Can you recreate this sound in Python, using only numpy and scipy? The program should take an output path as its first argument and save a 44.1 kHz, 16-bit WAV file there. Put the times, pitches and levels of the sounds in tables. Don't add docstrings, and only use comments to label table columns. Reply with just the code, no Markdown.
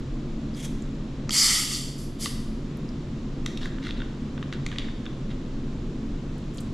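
import sys
import numpy as np
from scipy import signal
from scipy.fft import rfft, irfft
from scipy.io import wavfile
from scipy.ndimage import uniform_filter1d, map_coordinates

SR = 44100
rng = np.random.default_rng(int(sys.argv[2]) if len(sys.argv) > 2 else 0)


def waveform_to_disk(signal):
    frames = np.transpose(np.atleast_2d(signal))
    scaled = np.clip(frames, -1, 1) * 32767
    samples = np.round(scaled).astype(np.int16)
    wavfile.write(sys.argv[1], SR, samples)


N = 296793
T = np.arange(N) / SR


def undb(db):
    return 10 ** (np.asarray(db) / 20)


def unit(x):
    return x / np.sqrt(np.mean(x ** 2) + 1e-20)


def along(points, hz):
    f, value = np.transpose(points)
    return np.interp(np.log(hz + 1e-6), np.log(f), value)


def colour(x, points, skirt_db=0):
    hz = np.arange(len(x) // 2 + 1) * SR / len(x) + 1e-6
    octaves_outside = np.abs(np.log2(hz / np.clip(hz, points[0][0], points[-1][0])))
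    gain = undb(along(points, hz) - skirt_db * octaves_outside)
    return irfft(rfft(x) * gain, len(x))


def resonate(x, hz, width):
    b, a = signal.iirpeak(min(hz, SR / 2 - 1000), max(hz / width, 1), SR)
    return signal.lfilter(b, a, x)


def resonate_twice(x, hz, width):
    return resonate(resonate(x, hz, width), hz, width)


def walk(rate):
    k = int(SR / rate)
    steps = np.repeat(rng.standard_normal(N // k + 1), k)
    return unit(uniform_filter1d(steps, k)[:N])


def grains(rate, spread_db):
    sizes = undb(spread_db * np.clip(rng.standard_normal(N), -2, 2)) * rng.choice([-1, 1], N)
    return unit(sizes * (rng.random(N) < rate / SR))


def envelope(start_s, attack_s, hold_s, db, fall_db_per_s):
    opening = np.sin(np.pi / 2 * np.clip((T - start_s) / max(attack_s, 1 / SR), 0, 1)) ** 2
    falling_s = np.maximum(T - start_s - attack_s - hold_s, 0)
    return opening * undb(db - fall_db_per_s * falling_s)


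def add(track, s, sound):
    i = int(s * SR)
    track[i:i + len(sound)] += sound[:N - i]


def stereo(mid, side):
    return np.array([mid + side, mid - side])


def bend(x, ratio):
    return map_coordinates(x, [np.cumsum(ratio)], order=3, mode="mirror")


def split_bands(spectrum, hz, centres, length):
    for centre in centres:
        yield irfft(spectrum * along(np.c_[centres, centres == centre], hz), length)


def churn(x, depth_db, rate):
    hz = np.arange(N // 2 + 1) * SR / N
    bands = split_bands(rfft(x), hz, np.geomspace(4400, 11000, 8), N)
    return sum(band * undb(depth_db * walk(rate)) for band in bands)


def ring(t, hz, t60):
    return np.sin(2 * np.pi * hz * t) * undb(-60 * t / t60)


def damped_noise(t, t60):
    return rng.standard_normal(len(t)) * undb(-60 * t / t60)


def strike(x, db):
    return x * undb(db) / np.sqrt(np.sum(x ** 2) * 1000 / SR)


def tap(db, hz, width_hz=2500, t60=0.019):
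    t = np.arange(SR // 40) / SR
    return strike(resonate_twice(damped_noise(t, t60), hz, width_hz), db)


# f/Hz, spectral level/dB
DUCT_RUMBLE = [(20, 2), (33, -4), (55, -14), (90, -10.5), (102, -15.5), (130, -10.5), (187, -11.5),
               (198, -14.5), (214, -9), (260, -9), (300, -13.5), (365, -17), (400, -21.5), (470, -24),
               (750, -35.5)]
# f/Hz, spectral level/dB
DUCT_AIR = [(600, 3), (780, -3), (1050, 4), (1500, -1.5), (2400, -4.5), (3700, -4.5), (4600, -8.5),
            (7500, -13.5), (8300, -24), (10700, -27), (12000, -38.5), (14500, -42)]
# mean f/Hz, mean rms level/dB
FAN_TONES = [(28.5, -43.5), (135.5, -42.5), (146, -45), (221, -44)]
# f/Hz, side filter level/dB
AIR_SIDE = [(60, -26), (170, -35.5), (370, -15.5), (690, -10), (2300, -5.5), (14000, -9)]


def ventilation(rumble_db=-31.5, air_db=-52, waver_db=3.0, drift_hz=1.206):
    def draught():
        rumble = unit(colour(rng.standard_normal(N), DUCT_RUMBLE, skirt_db=13))
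        air = unit(colour(rng.standard_normal(N), DUCT_AIR, skirt_db=13))
        return rumble * undb(rumble_db) + air * undb(air_db)

    hum = np.zeros(N)
    for hz, db in FAN_TONES:
        phase = 2 * np.pi * np.cumsum(hz + drift_hz * walk(5)) / SR
        hum += np.sqrt(2) * undb(db + waver_db * walk(7)) * np.sin(phase)
    return stereo(draught() + hum, colour(draught(), AIR_SIDE))


# f/Hz, t60/s
REVERBERATION = [(1000, 0.64), (4000, 0.73), (12000, 0.57)]
# f/Hz, side relative to mid level/dB
TAIL_SIDE = [(1000, -8.5), (3300, -2.5), (4800, -26), (9000, -21), (13000, -2.5)]


def kitchen(x, wet_db):
    t = np.arange(SR) / SR
    centres = np.geomspace(500, 16000, 6)

    def tail():
        noise = rfft(rng.standard_normal(SR))
        bands = split_bands(noise, np.arange(SR // 2 + 1), centres, SR)
        decays = [undb(-60 * t / along(REVERBERATION, centre)) for centre in centres]
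        onset = np.clip(t / 0.0006 - .5, 0, 1)
        return sum(band * decay for band, decay in zip(bands, decays)) * onset

    mid, side = tail(), colour(tail(), TAIL_SIDE)
    response = stereo(mid, side) * undb(wet_db) / np.sqrt(np.sum(mid ** 2))
    return x + signal.fftconvolve(x[None], response, axes=1)[:, :N]


# t/s, level/dB, centre f/Hz, filter width f/Hz
LIGHT_TAPS = [(.5405, -47, 4900, 1200), (0.547, -41, 4750, 1200), (.595, -39, 3300, 900),
              (.822, -43, 7150, 1600), (2.771, -51, 10000, 6000), (2.89, -41.5, 5300, 2000),
              (6.382, -51.5, 9000, 5000), (6.573, -39, 7600, 3000)]


def taps():
    out = np.zeros(N)
    for s, db, hz, width_hz in LIGHT_TAPS:
        add(out, s, tap(db, hz, width_hz))
    return out


# f/Hz, level/dB
SLIDE_SPECTRUM = [(1200, -14), (2200, 2), (2650, -9), (3300, 5.5), (4200, -8), (6500, 1), (8200, -6),
                  (10500, -7), (14500, -23)]


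def slide(start_s=0.522, level_db=-43, attack_s=0.11, hold_s=0.02, fall_db_per_s=380):
    flutter = undb(2 * walk(110))
    friction = unit(colour(grains(3980, 3.2), SLIDE_SPECTRUM, skirt_db=15) * flutter)
    return friction * envelope(start_s, attack_s, hold_s, level_db, fall_db_per_s)


# start t/s, hold t/s, level/dB
CAP_SKIDS = [(6.536, 0.022, -60), (6.602, 0.0072, -52)]


def set_down(land_s=6.5821, land_db=-35.5, land_hz=4100, bounce_s=0.0033, bounce_loss_db=4, count=4):
    out = np.zeros(N)
    for k in range(count):
        add(out, land_s + k * bounce_s, tap(land_db - k * bounce_loss_db, land_hz))
    skid = unit(colour(grains(2000, 3.4), [(7000, 0), (13000, -15)], skirt_db=60))
    return out + skid * sum(envelope(s, 0.0026, hold_s, db, 1200) for s, hold_s, db in CAP_SKIDS)


# t/s, f/Hz, level/dB, t60/s
AIR_POP = [(2.2595, 1150, -21, 0.017), (2.2593, 1970, -22.5, 0.013)]


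def pop():
    out, t = np.zeros(N), np.arange(SR // 20) / SR
    onset = 1 - np.exp(-t / 0.00052)
    for s, hz, db, t60 in AIR_POP:
        add(out, s, undb(db) * ring(t, hz, t60) * onset)
    return out


def tightness(s, start_s=3.64, length_s=0.44):
    return np.clip(1 - (s - start_s) / length_s, 0, 1)


# mean f/Hz, relative level/dB, t60/s
CAP_MODES = [(2780, -1, 0.0096), (3273, 0.5, 0.011), (3654, 2, 0.011)]
# f/Hz, level/dB
PLASTIC_CRACK = [(3800, 13.5), (7400, 0), (8600, -9.5), (10500, -12), (14500, -30)]
# start t/s, hold t/s, level/dB, bottle wall f/Hz
THREAD_TURNS = [(3.465, 0.057, -55, 2000), (3.604, 0.056, -47, 1720), (3.818, 0.066, -42.5, 2040),
                (3.958, 0.034, -52, 1950), (4.519, .022, -49, 1700), (4.71, 0.063, -54, 1740),
                (4.783, 0.08, -51, 2080), (5.291, 0.016, -48, 1900)]


def threads(wall_width_hz=330, wall_db=-2, crackle_db=-14, tight_crackle_db=10,
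            attack_s=0.0153, fall_db_per_s=1500, sag_share=0.041):
    slips = grains(1200, 2.6) * undb(3 * walk(130))
    cap = unit(sum(undb(db) * resonate(slips, hz, np.log(1000) / (np.pi * t60))
                   for hz, db, t60 in CAP_MODES))
    crackle_gain = undb(crackle_db + tight_crackle_db * tightness(T))
    crackle = unit(colour(slips, PLASTIC_CRACK, skirt_db=26)) * crackle_gain
    walls, effort, pitch = np.zeros(N), np.zeros(N), np.ones(N)
    for s, hold_s, db, wall_hz in THREAD_TURNS:
        turn = envelope(s, attack_s, hold_s, db, fall_db_per_s)
        progress = (T - s) / (hold_s + 2 * attack_s)
        pitch += sag_share * (1 - 2 * progress) * (np.abs(progress - .5) < .5)
        walls += unit(resonate(slips, wall_hz, wall_width_hz)) * turn
        effort += turn
    scrape = bend(cap * effort + undb(wall_db) * walls, pitch)
    scrape = colour(scrape, [(1100, 2), (1700, -.5), (2700, -4), (3800, -2.5)], skirt_db=14)
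    return scrape + crackle * effort


# t/s, bottle knock level/dB, cap ring level/dB, crack level/dB before the grip offset, bottle wall f/Hz
THREAD_CLICKS = [(2.258, -26, -26, -23.5, 2000), (3.4611, -27, -25.5, -28, 2000),
                 (3.5737, -45, -30, -37, 1790), (3.631, -37, -36, -47, 1610),
                 (3.657, -27.5, -43, -38.5, 1700), (3.784, -36, -44, -53, 1490),
                 (3.869, -35, -42, -50, 1520), (3.8908, -34, -43, -48, 2010), (3.908, -37, -28, -41, 1850),
                 (4.003, -34, -35.5, -52, 1410), (4.019, -30, -36.5, -53, 1600),
                 (4.378, -33.5, -42, -52, 1480), (4.4273, -30.5, -36, -45, 1730),
                 (4.526, -28, -32.5, -36, 1870), (4.535, -39, -38, -40, 1500),
                 (4.6635, -25.5, -36, -26.5, 2090), (4.6874, -46, -41, -45, 1930),
                 (4.7156, -33, -34, -42, 1760), (4.726, -32.5, -41, -51, 1700),
                 (4.7598, -34.5, -43, -51, 2000), (4.7841, -31.5, -21.5, -28.5, 1900),
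                 (4.7937, -36, -42, -39, 2150), (4.8205, -39, -45, -49, 2200), (4.886, -35, -52, -53, 1600),
                 (5.055, -39, -43, -43, 1390), (5.0636, -35, -32.5, -54, 1570),
                 (5.3125, -41, -42, -54, 1800)]


def cap_clicks(thud_width_hz=1300, body_hz=1230, body_db=-6.0, knock_t60=.012, crack_t60=.013,
               loose_crack_db=-2, tight_crack_db=8, loose_dullness=.7, contact_s=0.00049):
    out, cracks, t = np.zeros(N), np.zeros(N), np.arange(SR // 30) / SR
    contact = 1 - np.exp(-t / contact_s)
    for s, knock_db, ring_db, crack_db, wall_hz in THREAD_CLICKS:
        grip = tightness(s)
        burst = damped_noise(t, crack_t60)
        wall = unit(ring(t, wall_hz, knock_t60)) + unit(resonate_twice(burst, wall_hz, thud_width_hz))
        body = undb(body_db) * unit(ring(t, body_hz, knock_t60))
        cap = np.zeros(len(t))
        for hz, mode_db, t60 in CAP_MODES:
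            detuned_hz = hz * (1 + 0.017 * rng.standard_normal())
            cap += undb(mode_db) * rng.choice([-1, 1]) * ring(t, detuned_hz, t60)
        add(out, s, strike((wall + body) * contact, knock_db))
        add(out, s, strike(cap * contact, ring_db))
        crack = signal.lfilter([1, loose_dullness * (1 - grip) - grip], 1, burst * contact)
        add(cracks, s, strike(crack, crack_db + loose_crack_db + grip * tight_crack_db))
    return out + colour(cracks, PLASTIC_CRACK, skirt_db=33)


# t/s, ring f/Hz, ring level/dB, knock level/dB, crack level/dB before its spectrum
SEAL_SNAPS = [(1.2936, 1270, -26.5, -27.5, -25.5), (1.3075, 3200, -21.5, -41, -24)]
# f/Hz, level/dB
SEAL_SPECTRUM = [(4300, 10), (6200, 6.5), (7800, 2), (8700, -8), (14000, -19)]


def seal(ring_t60=0.018, knock_hz=1950, knock_width_hz=1100, snap_t60=.011):
    out, cracks, t = np.zeros(N), np.zeros(N), np.arange(SR // 30) / SR
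    for s, hz, ring_db, knock_db, crack_db in SEAL_SNAPS:
        add(out, s, strike(ring(t, hz, ring_t60), ring_db))
        add(out, s, tap(knock_db, knock_hz, knock_width_hz, snap_t60))
        add(cracks, s, strike(damped_noise(t, snap_t60), crack_db))
    return out + colour(cracks, SEAL_SPECTRUM, skirt_db=45)


# start t/s, hold at full level between the ramps t/s, level/dB, centre f/Hz
GAS_SURGES = [(1.314, 0.022, -33, 4640), (1.345, 0.077, -27, 5950), (1.374, 0.017, -20.5, 4750),
              (1.41, .012, -21, 4930), (1.473, 0.017, -27, 3240), (1.497, .024, -32, 2030),
              (1.547, .03, -40, 1250), (1.732, 0.02, -32, 4620), (2.216, 0.02, -42, 10450),
              (2.24, 0.022, -43, 4540)]


def surges(width_share=0.15, ramp_s=0.0087):
    out = np.zeros(N)
    for s, hold_s, db, hz in GAS_SURGES:
        t = np.arange(int((hold_s + 2 * ramp_s) * SR)) / SR
        hiss = resonate_twice(rng.standard_normal(len(t)), hz, width_share * hz)
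        swell = np.clip(np.minimum(t, t[-1] - t) / ramp_s, 0, 1)
        add(out, s, unit(hiss) * undb(db) * swell)
    return out


# start t/s, attack t/s, hold t/s,
# flow level/dB, fall/(dB per s), spray relative to flow level/dB, neck relative to flow level/dB
GAS_RELEASES = [(1.296, 0.097, 0.072, -15.5, 91, -7.5, -6), (1.44, 0.065, 0.076, -24, 130, -6.5, -4.5),
                (1.681, 0.034, 0.022, -27.5, 124, -15, -7.5), (1.965, 0.03, 0.045, -46.5, 400, -5, -10),
                (2.18, 0.054, 0.013, -32.5, 240, -6.5, -5.5)]
# f/Hz, level/dB
JET_SPECTRUM = [(3950, -41), (4350, -3), (5000, -3.5), (5300, -8), (6000, -6.5), (6850, -10.5), (7300, -5),
                (7750, -8), (8050, -11), (8550, -11), (8900, -13.5)]
# f/Hz, level/dB
SPRAY_SPECTRUM = [(8300, -2), (8700, -8), (9600, 2), (10700, 1), (11250, 2), (12100, -12), (12900, -3.5),
                  (14500, -31)]
# f/Hz, nominal width f/Hz (broadened below), relative level/dB
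NECK_MODES = [(1247, 155, -1), (2000, 246, 1.5), (2200, 210, -1), (3080, 400, 0), (3490, 470, 0.5)]


def gas(jet_db=-2.0, spray_trim_db=-1.5, spit_share=0.55, flutter_db=0.5, rush_db=-21, gurgle_db=2.0,
        deep_hz=2400, full_flow_db=-22, choke=0.52, saturation_db=-20, wander=.014):
    flows = np.array([envelope(*row[:5]) for row in GAS_RELEASES])
    spray_db, neck_db = np.transpose(GAS_RELEASES)[5:, :, None]
    flow = np.linalg.norm(flows, axis=0)
    saturation = 1 / np.hypot(1, flow / undb(saturation_db))
    spray = np.linalg.norm(flows * undb(spray_db), axis=0) * saturation
    hollow = np.linalg.norm(flows * undb(neck_db), axis=0) * saturation

    turbulence = unit(rng.standard_normal(N) + spit_share * grains(500, 2.8))
    turbulence = churn(turbulence * undb(flutter_db * walk(260)), depth_db=1.4, rate=55)
    jet = bend(colour(turbulence, JET_SPECTRUM, skirt_db=27), 1 + wander * walk(30))
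    out = unit(jet) * flow * undb(jet_db)
    out += unit(colour(turbulence, SPRAY_SPECTRUM, skirt_db=60)) * spray * undb(spray_trim_db)

    modes = []
    for hz, width, db in NECK_MODES:
        mode = resonate(resonate(rng.standard_normal(N), hz, 1.55 * width), hz, 1.75 * width)
        modes.append(undb(db + gurgle_db * walk(45.4)) * mode)
    weak = np.minimum(flow / undb(full_flow_db), 1) ** choke
    blown = sum(mode * (weak if row[0] < deep_hz else 1) for mode, row in zip(modes, NECK_MODES))
    blown = bend(blown / np.std(sum(modes)), 1 + wander * walk(30))
    rush = unit(resonate(rng.standard_normal(N), 880, 310)) * undb(rush_db)
    return out + (blown + rush) * hollow


def scene():
    escape = gas() + surges()
    cap = seal() + cap_clicks() + threads()
    touches = pop() + taps() + slide() + set_down()
    handling = kitchen(cap, wet_db=-6.5) + kitchen(touches, wet_db=-7.5)
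    return kitchen(escape, wet_db=-4) + handling + ventilation()


def record(dry, threshold_db=-26, squeeze=0.35, release_s=0.94, top_hz=14500):
    power = uniform_filter1d(np.mean(dry ** 2, axis=0), SR // 20)
    loudness = np.sqrt(np.abs(power))
    fade = np.exp(-T / release_s)
    held = np.maximum.accumulate(loudness / fade) * fade
    gain = np.maximum(held / undb(threshold_db), 1) ** -squeeze
    low_pass = signal.ellip(10, .2, 80, top_hz, fs=SR, output="sos")
    return signal.sosfilt(low_pass, dry * gain)


dry = scene()
out = record(dry)
waveform_to_disk(out)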